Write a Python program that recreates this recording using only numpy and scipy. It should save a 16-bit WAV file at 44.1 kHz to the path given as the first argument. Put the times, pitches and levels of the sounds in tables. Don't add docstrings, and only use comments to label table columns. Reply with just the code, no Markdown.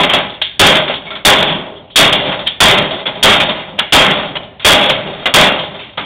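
import sys
import numpy as np
from scipy import signal
from scipy.fft import rfft, irfft, next_fast_len
from scipy.io import wavfile

SR = 44100
rng = np.random.default_rng(int(sys.argv[2]) if len(sys.argv) > 2 else 0)


def makeup_ratio(level_db):
    decades = np.asarray(level_db, float) / 20
    return 10 ** decades


def wav_record(signal):
    frames = np.transpose(np.atleast_2d(signal))
    bounded = np.clip(frames, -1, 1)
    quanta = np.round(bounded * 32767).astype(np.int16)
    wavfile.write(sys.argv[1], SR, quanta)


N = 266981

# (time [s], force above the camera's limit [dB], time for that extra to die [s],
# floor thump [dB], rattle t60 [s])
BLOWS = [
    (-.05, 7, 0.036, -34, 0.4),
    (0.5948, 18, 0.099, -6, 0.9),
    (1.2498, 24.5, .07, -12, 0.91),
    (1.9585, 23.5, 0.078, -21, 0.73),
    (2.6035, 12, 0.11, -3, 0.89),
    (3.2271, 11, 0.1, -7, 0.79),
    (3.9236, 17.5, 0.059, -27.5, 0.96),
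    (4.6470, 17, 0.076, -18, 1),
    (5.3393, 22.5, 0.087, -12, 0.76),
]
# (panels above tin [dB], boom above tin [dB], time for cabinet to follow tin [s])
LANDINGS = [(0, 0, .005), (0, -5, .003), (-2.5, -6.5, .006), (1.5, -3, 0.058), (0, -5, .003),
            (0.5, -5, 0.016), (3, -2.5, .004), (0.5, -4, 0.0026), (2, -4.5, .004)]
RATTLE_DB = -5
# (tin [dB], panels [dB], boom [dB])
STEEL_DB = (9.5, 2, 3.5)
STEEL_S = 0.018

# (time [s], tin level [dB], t60 [s], panels above tin [dB], boom above tin [dB])
JOLTS = [(.032, -9, 0.14, 2, 0), (.092, -17, 0.67, 3.5, -4), (.132, -11.5, 0.36, -1.5, -2),
         (0.4143, -11, 0.31, -34, -55), (.902, -18.5, 0.28, -1.5, -17), (1.103, -29, 0.28, 3, -1),
         (1.152, -26.5, 0.23, -1, -2), (2.125, -10.5, .6, -14, -4.5), (2.314, -21.5, 0.24, 4.5, -3),
         (2.463, -14.5, 0.31, -20, -40), (2.906, -24.5, 0.54, -4, 1.5), (3.0550, -20, 0.36, 0.5, -0.5),
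         (3.151, -31, 0.62, -3, 3.5), (3.398, -9.5, .26, -3, -0.5), (3.545, -27.5, 0.75, 0, 1),
         (3.787, -13, 0.17, 4, -6.5), (4.200, -28, 0.2, -12, -1), (4.353, -19.5, 0.093, 2, -0.5),
         (4.5950, -29.5, 0.35, -3.5, -20), (4.893, -12.5, 0.34, -7, -3), (5.256, -14.5, 0.17, 7, 1),
         (5.589, -23.5, 0.67, -8.5, -4), (5.790, -30.5, 0.67, -4.5, -9), (5.973, -22.5, 0.34, 4, -1.5)]
# (time [s], tin level [dB], t60 [s], panels above tin [dB], boom above tin [dB])
STIRS = [(.745, -3, 0.21, -3.5, -8.5), (.875, -19.5, 0.22, 2, -2), (.935, -26, 0.16, 0, -11),
         (1.050, -33.5, 0.5, -3, -4.5), (1.385, -13.5, 0.19, -1, 2.5), (1.451, -22.5, 0.77, 2, 5.5),
         (1.650, -38, 0.38, -3, 4), (2.255, -22.5, 0.52, 2.5, 3), (2.385, -25, 0.38, -4.5, -0.5),
         (2.770, -11, 0.36, -5, -2), (2.988, -27, 0.19, -2, -2), (3.490, -15.5, 0.21, 1, -2),
         (3.680, -38, 0.65, -12, 9), (3.778, -24, .1, 1, -10), (4.106, -13, 0.18, -7, -6),
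         (4.375, -36, 0.41, -3, 6.5), (4.620, -29, .2, -7, -16), (4.810, -10.5, 0.48, -14, -10),
         (5.055, -24, 0.32, -2.5, 5.5), (5.126, -32, 0.44, -1, 3), (5.190, -29.5, 0.15, 2, 6),
         (5.219, -31.5, 0.17, 6, -4), (5.460, -12, 0.21, 0, 1), (5.737, -30.5, 0.28, 2.5, -1)]
# (tin [s], panels [s], boom [s])
JOLT_SWELL_S = (0.0016, 0.0028, .01)
# (tin [s], panels [s], boom [s])
STIR_SWELL_S = (0.0046, 0.011, 0.0099)
LINGER = (1, .97, 1.56)
SETTLE_S = 0.47

# (frequency [Hz], level [dB per Hz])
METAL_COLOUR = [(15, -61), (25, -50), (153, -1.5), (331, -9), (401, -6.5), (446, -12.5), (614, -1),
                (683, -8.5), (1210, -11.5), (1320, -9.5), (1710, -12.5), (2160, -10), (2620, -13),
                (3460, -8), (4100, -32.5), (5330, -52.5), (9020, -120)]
# (frequency [Hz], width [Hz], level [dB])
CABINET = [(162, 16, -38.5), (202, 25, 1), (287.4, 19, -3), (324, 16, -9.5), (398.7, 16, 4), (526.5, 12, 1),
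           (595.8, 31, 4.5), (640.3, 41, 2), (744, 29, -5.5), (823.8, 13, 0.5), (979, 27, -5),
           (1056.5, 9.9, -10), (1163, 11, -11.5), (1426, 33, -12), (1272, 47, -13.5), (1562, 75, -7),
           (1940, 53, -15), (2057, 30, -4.5), (2166, 5.3, -15), (2420, 7.7, -10), (2807, 90, -0.5),
           (3033, 3.3, -11), (3255, 22.3, -16.5), (3266, 54, 7.5), (3330, 42, -13), (3435, 38, 3.5),
           (3440, 21, 0), (3570, 43, -9.5), (3622.5, 90, 11.5)]

# (time [s], peak [dB], ringing pitch [Hz], t60 [s], dull thud above the ring [dB])
KNOCKS = [(0.0324, 8.5, 3640, 0.043, -15.5), (0.0922, -3, 3080, 0.16, -20.5),
          (0.1344, 9.5, 3250, 0.043, -3.5), (0.4163, 1.5, 3650, 0.051, -24),
          (0.8774, -2.5, 3430, 0.048, -23), (0.8960, -20, 3280, 0.081, 14.5),
          (1.0655, -16, 2224, 0.21, -8.5), (1.1059, -17, 1364, 0.14, -12),
          (1.1888, -20, 2190, 0.066, -30.5), (1.4244, 8, 3550, 0.022, 3), (1.4776, -14.5, 3520, 0.14, -6.5),
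          (1.8998, -27.5, 3350, 0.43, -17), (2.1256, 9.5, 3280, 0.039, -10), (2.3171, -16, 3430, 0.029, 0),
          (2.4699, 0.5, 3303, 0.05, -38), (3.0650, -3.5, 3440, 0.06, -12), (3.4005, 2, 2430, 0.061, -15),
          (3.7888, 7.5, 3460, 0.062, -38.5), (4.3656, -3, 3160, 0.037, -10.5),
          (4.8978, 13, 3410, 0.033, -34), (5.2565, 6, 3400, 0.047, -11), (5.5897, -6, 3330, 0.062, -17),
          (5.791, -23, 2600, 0.33, -12), (5.9751, -1.5, 1306, 0.047, -17)]
# (time [s], peak [dB], dull thud above the ring [dB])
SCRAPS = [(0.2943, -16, -6), (0.3400, -20.5, -19), (0.9394, -6.5, -18), (1.1514, -13.5, -22),
          (1.4980, -17, -8), (2.209, -21.5, -14), (2.2523, -12.5, -2.5), (2.39, -13.5, -4),
          (2.9083, -8.5, -4.5), (2.9343, -16.5, 1), (2.9896, -18, -12.5), (3.1515, -20.5, -1),
          (3.5034, -13, -20), (3.6074, -23, -2.5), (4.2524, -16, -15), (4.4308, -23.5, -2),
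          (4.5966, -21, -11), (5.6314, -15.5, 1)]
SCRAP_HZ, SCRAP_T60 = 3430, 0.14

# (time [s], peak [dB], t60 [s])
PINGS = [
    (.418, -16.5, 0.12),
    (2.127, -8.5, .15),
    (2.470, -10.5, 0.117),
    (5.815, -38, .3),
]
# (frequency [Hz], level [dB])
BRACKET = [(2848, -11), (3130, 2), (3303, -1.5), (3467, -12.5), (3760, -8)]
# (start [s], end [s], first pitch [Hz], last pitch [Hz], level [dB])
SLIVER = (1.715, 1.835, 3300, 3204, -36.5)
# (pitch against the main ring [ratio], level [dB])
SLIVER_RINGS = [(.929, -9), (1, -1.5), (1.071, -8)]

# (frequency [Hz], t60 [s])
SHED_ECHO = [(100, 1), (600, 0.15), (2000, 0.9), (4000, 0.31)]
# (frequency [Hz], level [dB per Hz])
HUSH_COLOUR = [(15, -27.5), (25, -15.5), (70, 1), (98, 2), (465, -12), (810, -10), (1600, -27),
               (3380, -13.5), (4100, -19.5), (5330, -64.5), (9020, -120)]
HUSH_DB = -43
# (frequency [Hz], gain [dB])
CAMERA_FILTER = [(3450, 0), (3650, -3.5), (3800, -3), (3900, -5), (4000, -14.5), (4150, -47.5), (4600, -59)]
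CAMERA_RATE, LIMIT = 8000, 0.707


def evened(x):
    return x / np.sqrt(np.mean(x ** 2) + 1e-20)


def read(points, hz):
    f, value = np.transpose(points)
    return np.interp(np.log(hz + 1), np.log(f + 1), value)


def coloured(x, gain):
    size = next_fast_len(len(x))
    return irfft(rfft(x, size) * gain(np.fft.rfftfreq(size, 1 / SR)), size)[:len(x)]


def resonate(x, hz, width, rate=SR):
    turn = np.exp(2j * np.pi * np.cumsum(hz * np.ones(len(x))) / rate)
    r = np.exp(-np.pi * width / rate)
    return 2 * (turn * signal.lfilter([1 - r], [1, -r], x / turn)).real


def add(mix, s, sound):
    part = mix[round(s * SR):][:len(sound)]
    part += sound[:len(part)]


def causal(points, size=8192):
    log_gain = np.log(makeup_ratio(read(points, abs(np.fft.fftfreq(size, 1 / SR)))))
    return np.fft.ifft(np.exp(np.conj(signal.hilbert(log_gain)))).real[:size // 4]


def hush():
    def gain(hz):
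        return makeup_ratio(read(HUSH_COLOUR, np.minimum(hz, 3500))) * (hz < CAMERA_RATE / 2)

    return makeup_ratio(HUSH_DB) * evened(coloured(rng.standard_normal(N), gain))


def shed(x):
    echoes = np.zeros(SR // 2)
    at = np.arange(200, len(echoes) - 20, 20) + rng.integers(0, 20, (len(echoes) - 201) // 20)
    echoes[at] = rng.choice([-1., 1.], at.shape)
    hz, t, z = signal.stft(echoes, SR, nperseg=256)
    fade = makeup_ratio(-60 * t / read(SHED_ECHO, hz)[:, None])
    tail = signal.istft(z * fade, SR, nperseg=256)[1]
    return signal.fftconvolve(x, tail / np.linalg.norm(tail))[:N]


def sliver(width_hz=12):
    start, end, first_hz, last_hz, db = SLIVER
    count = round((end - start) * SR)
    out = np.zeros(N)
    noise = rng.standard_normal(SR // 4)[:count]
    hz = np.linspace(first_hz, last_hz, count)
    for ratio, ring_db in SLIVER_RINGS:
        ring = evened(resonate(noise, ratio * hz, width_hz))
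        add(out, start, makeup_ratio(db + ring_db) * np.hanning(count) * ring)
    return out


def pings(spread_db=3, detune=0.004, rise_s=0.00071):
    out, t = np.zeros(N), np.arange(SR // 3) / SR
    lucks = rng.standard_normal((len(PINGS), len(BRACKET), 2))
    for (s, peak_db, t60), luck in zip(PINGS, lucks):
        modes = 0
        for (hz, db), (louder, sharper) in zip(BRACKET, luck):
            tone = np.sin(2 * np.pi * hz * (1 + detune * sharper) * t)
            modes = modes + makeup_ratio(db + spread_db * louder) * tone
        add(out, s, makeup_ratio(peak_db - 60 * t / t60) * (1 - np.exp(-t / rise_s)) * modes)
    return out


def metal_gain(hz, flat_hz=3500):
    return makeup_ratio(read(METAL_COLOUR, np.minimum(hz, flat_hz)))


def knocks(crack_s=0.0066, crack_db=-2, crack_low_hz=705, thud_hz=620, rise_s=0.0013):
    def crack_gain(hz):
        return metal_gain(hz) * (hz < CAMERA_RATE / 2) * hz ** 2 / (hz ** 2 + crack_low_hz ** 2)

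    out, t = np.zeros(N), np.arange(SR // 4) / SR
    scraps = [(s, peak_db, SCRAP_HZ, SCRAP_T60, thud_db) for s, peak_db, thud_db in SCRAPS]
    for s, peak_db, hz, t60, thud_db in KNOCKS + scraps:
        ring_noise, thud_noise, crack_noise = rng.standard_normal((3, len(t)))
        width = 70 if hz < 2400 else 750
        ring = evened(resonate(resonate(ring_noise, hz, width), hz, width))
        thud = makeup_ratio(thud_db) * evened(resonate(thud_noise, thud_hz, 200))
        crack = makeup_ratio(crack_db) * evened(coloured(crack_noise, crack_gain)) * np.exp(-t / crack_s)
        body = (ring + thud) * makeup_ratio(-60 * t / max(t60, 0.01))
        add(out, s, makeup_ratio(peak_db - 7) * (1 - np.exp(-t / rise_s)) * (body + crack))
    return out


def thumps(top_hz=90, t60=0.22, rise_s=0.024):
    def gain(hz):
        return (hz > 18) / np.sqrt(1 + (hz / top_hz) ** 4)

    t = np.arange(N) / SR
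    shudder = evened(coloured(rng.standard_normal(N), gain))
    level = 0
    for s, _, _, db, _ in BLOWS:
        u = np.maximum(t - s, 0)
        level = level + makeup_ratio(db - 60 * u / t60) * (1 - np.exp(-u / rise_s))
    return shudder * level


def rattle(t, swell_s, s, tin_db, t60, panel_db, boom_db):
    u = np.maximum(t - s, 0)
    loss_db = 60 * u / max(t60, 0.02) + 10 * (u / SETTLE_S) ** 2
    db = tin_db + np.c_[[0, panel_db, boom_db]] - loss_db / np.c_[list(LINGER)]
    swell = 1 - np.exp(-u / np.c_[list(swell_s)])
    return u, (makeup_ratio(db) * swell) ** 2


def shake_levels(step=40):
    t = np.arange(0, N, step) / SR
    power = sum(rattle(t, JOLT_SWELL_S, *row)[1] for row in JOLTS)
    power = power + sum(rattle(t, STIR_SWELL_S, *row)[1] for row in STIRS)
    for (s, force_db, extra_s, _, t60), (panel_db, boom_db, follow_s) in zip(BLOWS, LANDINGS):
        swell_s = (JOLT_SWELL_S[0], follow_s, follow_s)
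        u, tail = rattle(t, swell_s, s, RATTLE_DB, t60, panel_db, boom_db)
        extra_db = force_db * np.exp(-(u / extra_s) ** 2)
        steel_db = np.c_[list(STEEL_DB)] * np.exp(-u / STEEL_S)
        power = power + tail * makeup_ratio(extra_db + steel_db) ** 2
    return [np.interp(np.arange(N) / SR, t, level) for level in np.sqrt(power)]


def cabinet_rings(taps, dent=0.0067, wander_db=4.0, wander_s=0.07):
    slow = signal.resample_poly(taps, 1, 5)
    rate = SR / 5
    t = np.arange(len(slow)) / rate
    hits = sorted(row[0] for row in BLOWS + JOLTS)
    hit = np.searchsorted(hits, t)
    knots = np.arange(0, N / SR + 1, wander_s)
    out = 0
    for hz, width, db in CABINET:
        tune, touch = rng.standard_normal(len(hits) + 1), rng.standard_normal(400)
        touch_db = wander_db * np.interp(t, knots, touch[:len(knots)])
        mode = resonate(slow * makeup_ratio(touch_db), hz * (1 + dent * tune[hit]), width, rate)
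        out = out + makeup_ratio(db) * evened(mode)
    return evened(signal.resample_poly(out, 5, 1)[:N])


def clatter(taps_per_s=1500, spread_db=0.76, buzz_db=-3, ring_db=-5, smear_t60=0.056,
            low_hz=950, high_hz=2600):
    chance, size = rng.random(N), rng.exponential(1, N)
    sign, buzz = rng.choice([-1., 1.], N), rng.standard_normal(N)
    taps = sign * makeup_ratio(spread_db * np.minimum(size, 2.5)) * (chance < taps_per_s / SR)
    taps = evened(taps) + makeup_ratio(buzz_db) * buzz
    fade = makeup_ratio(-60 / smear_t60 / SR) ** 2
    bursts = np.sqrt(signal.lfilter([1], [1, -fade], taps ** 2)) * rng.standard_normal(N)
    wash = evened(coloured(bursts, metal_gain))
    metal = wash + makeup_ratio(ring_db) * cabinet_rings(taps)

    def below(hz, edge_hz):
        return 1 / (1 + (hz / edge_hz) ** 8)

    tin = coloured(metal, lambda hz: np.sqrt(1 - below(hz, high_hz)) * below(hz, 4100))
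    panels = coloured(metal, lambda hz: np.sqrt(below(hz, high_hz) * (1 - below(hz, low_hz))))
    boom = coloured(metal, lambda hz: np.sqrt(below(hz, low_hz)))
    return sum(evened(part) * level for part, level in zip((tin, panels, boom), shake_levels()))


def scene():
    parts = knocks()
    echoes = makeup_ratio(-11) * shed(parts)
    return (clatter() + thumps() + parts + echoes + hush() + sliver() + pings())[None]


def band_limit(x):
    return signal.sosfilt(signal.butter(12, 16850, fs=SR, output="sos"), x)


def record(dry):
    up, down = SR // 100, CAMERA_RATE // 100
    guarded = signal.fftconvolve(dry[0], causal(CAMERA_FILTER))[:N]
    wide = signal.firwin(8 * up + 1, 6000, fs=SR * down)
    coarse = np.clip(signal.resample_poly(guarded, down, up, window=wide), -LIMIT, LIMIT)
    smooth = signal.firwin(32 * up + 1, 3990, window=("kaiser", 9.0), fs=SR * down)
    fine = signal.resample_poly(np.r_[coarse, 0], up, down, window=smooth)[:N]
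    wrapped = (fine + 2 * LIMIT) % (4 * LIMIT) - 2 * LIMIT
    clipped = np.clip(wrapped, -LIMIT, LIMIT)
    edge = signal.firwin(121, 15900, window=("kaiser", 3), fs=SR)
    return band_limit(signal.fftconvolve(clipped, edge, "same")[None])


dry = scene()
out = record(dry)
wav_record(out)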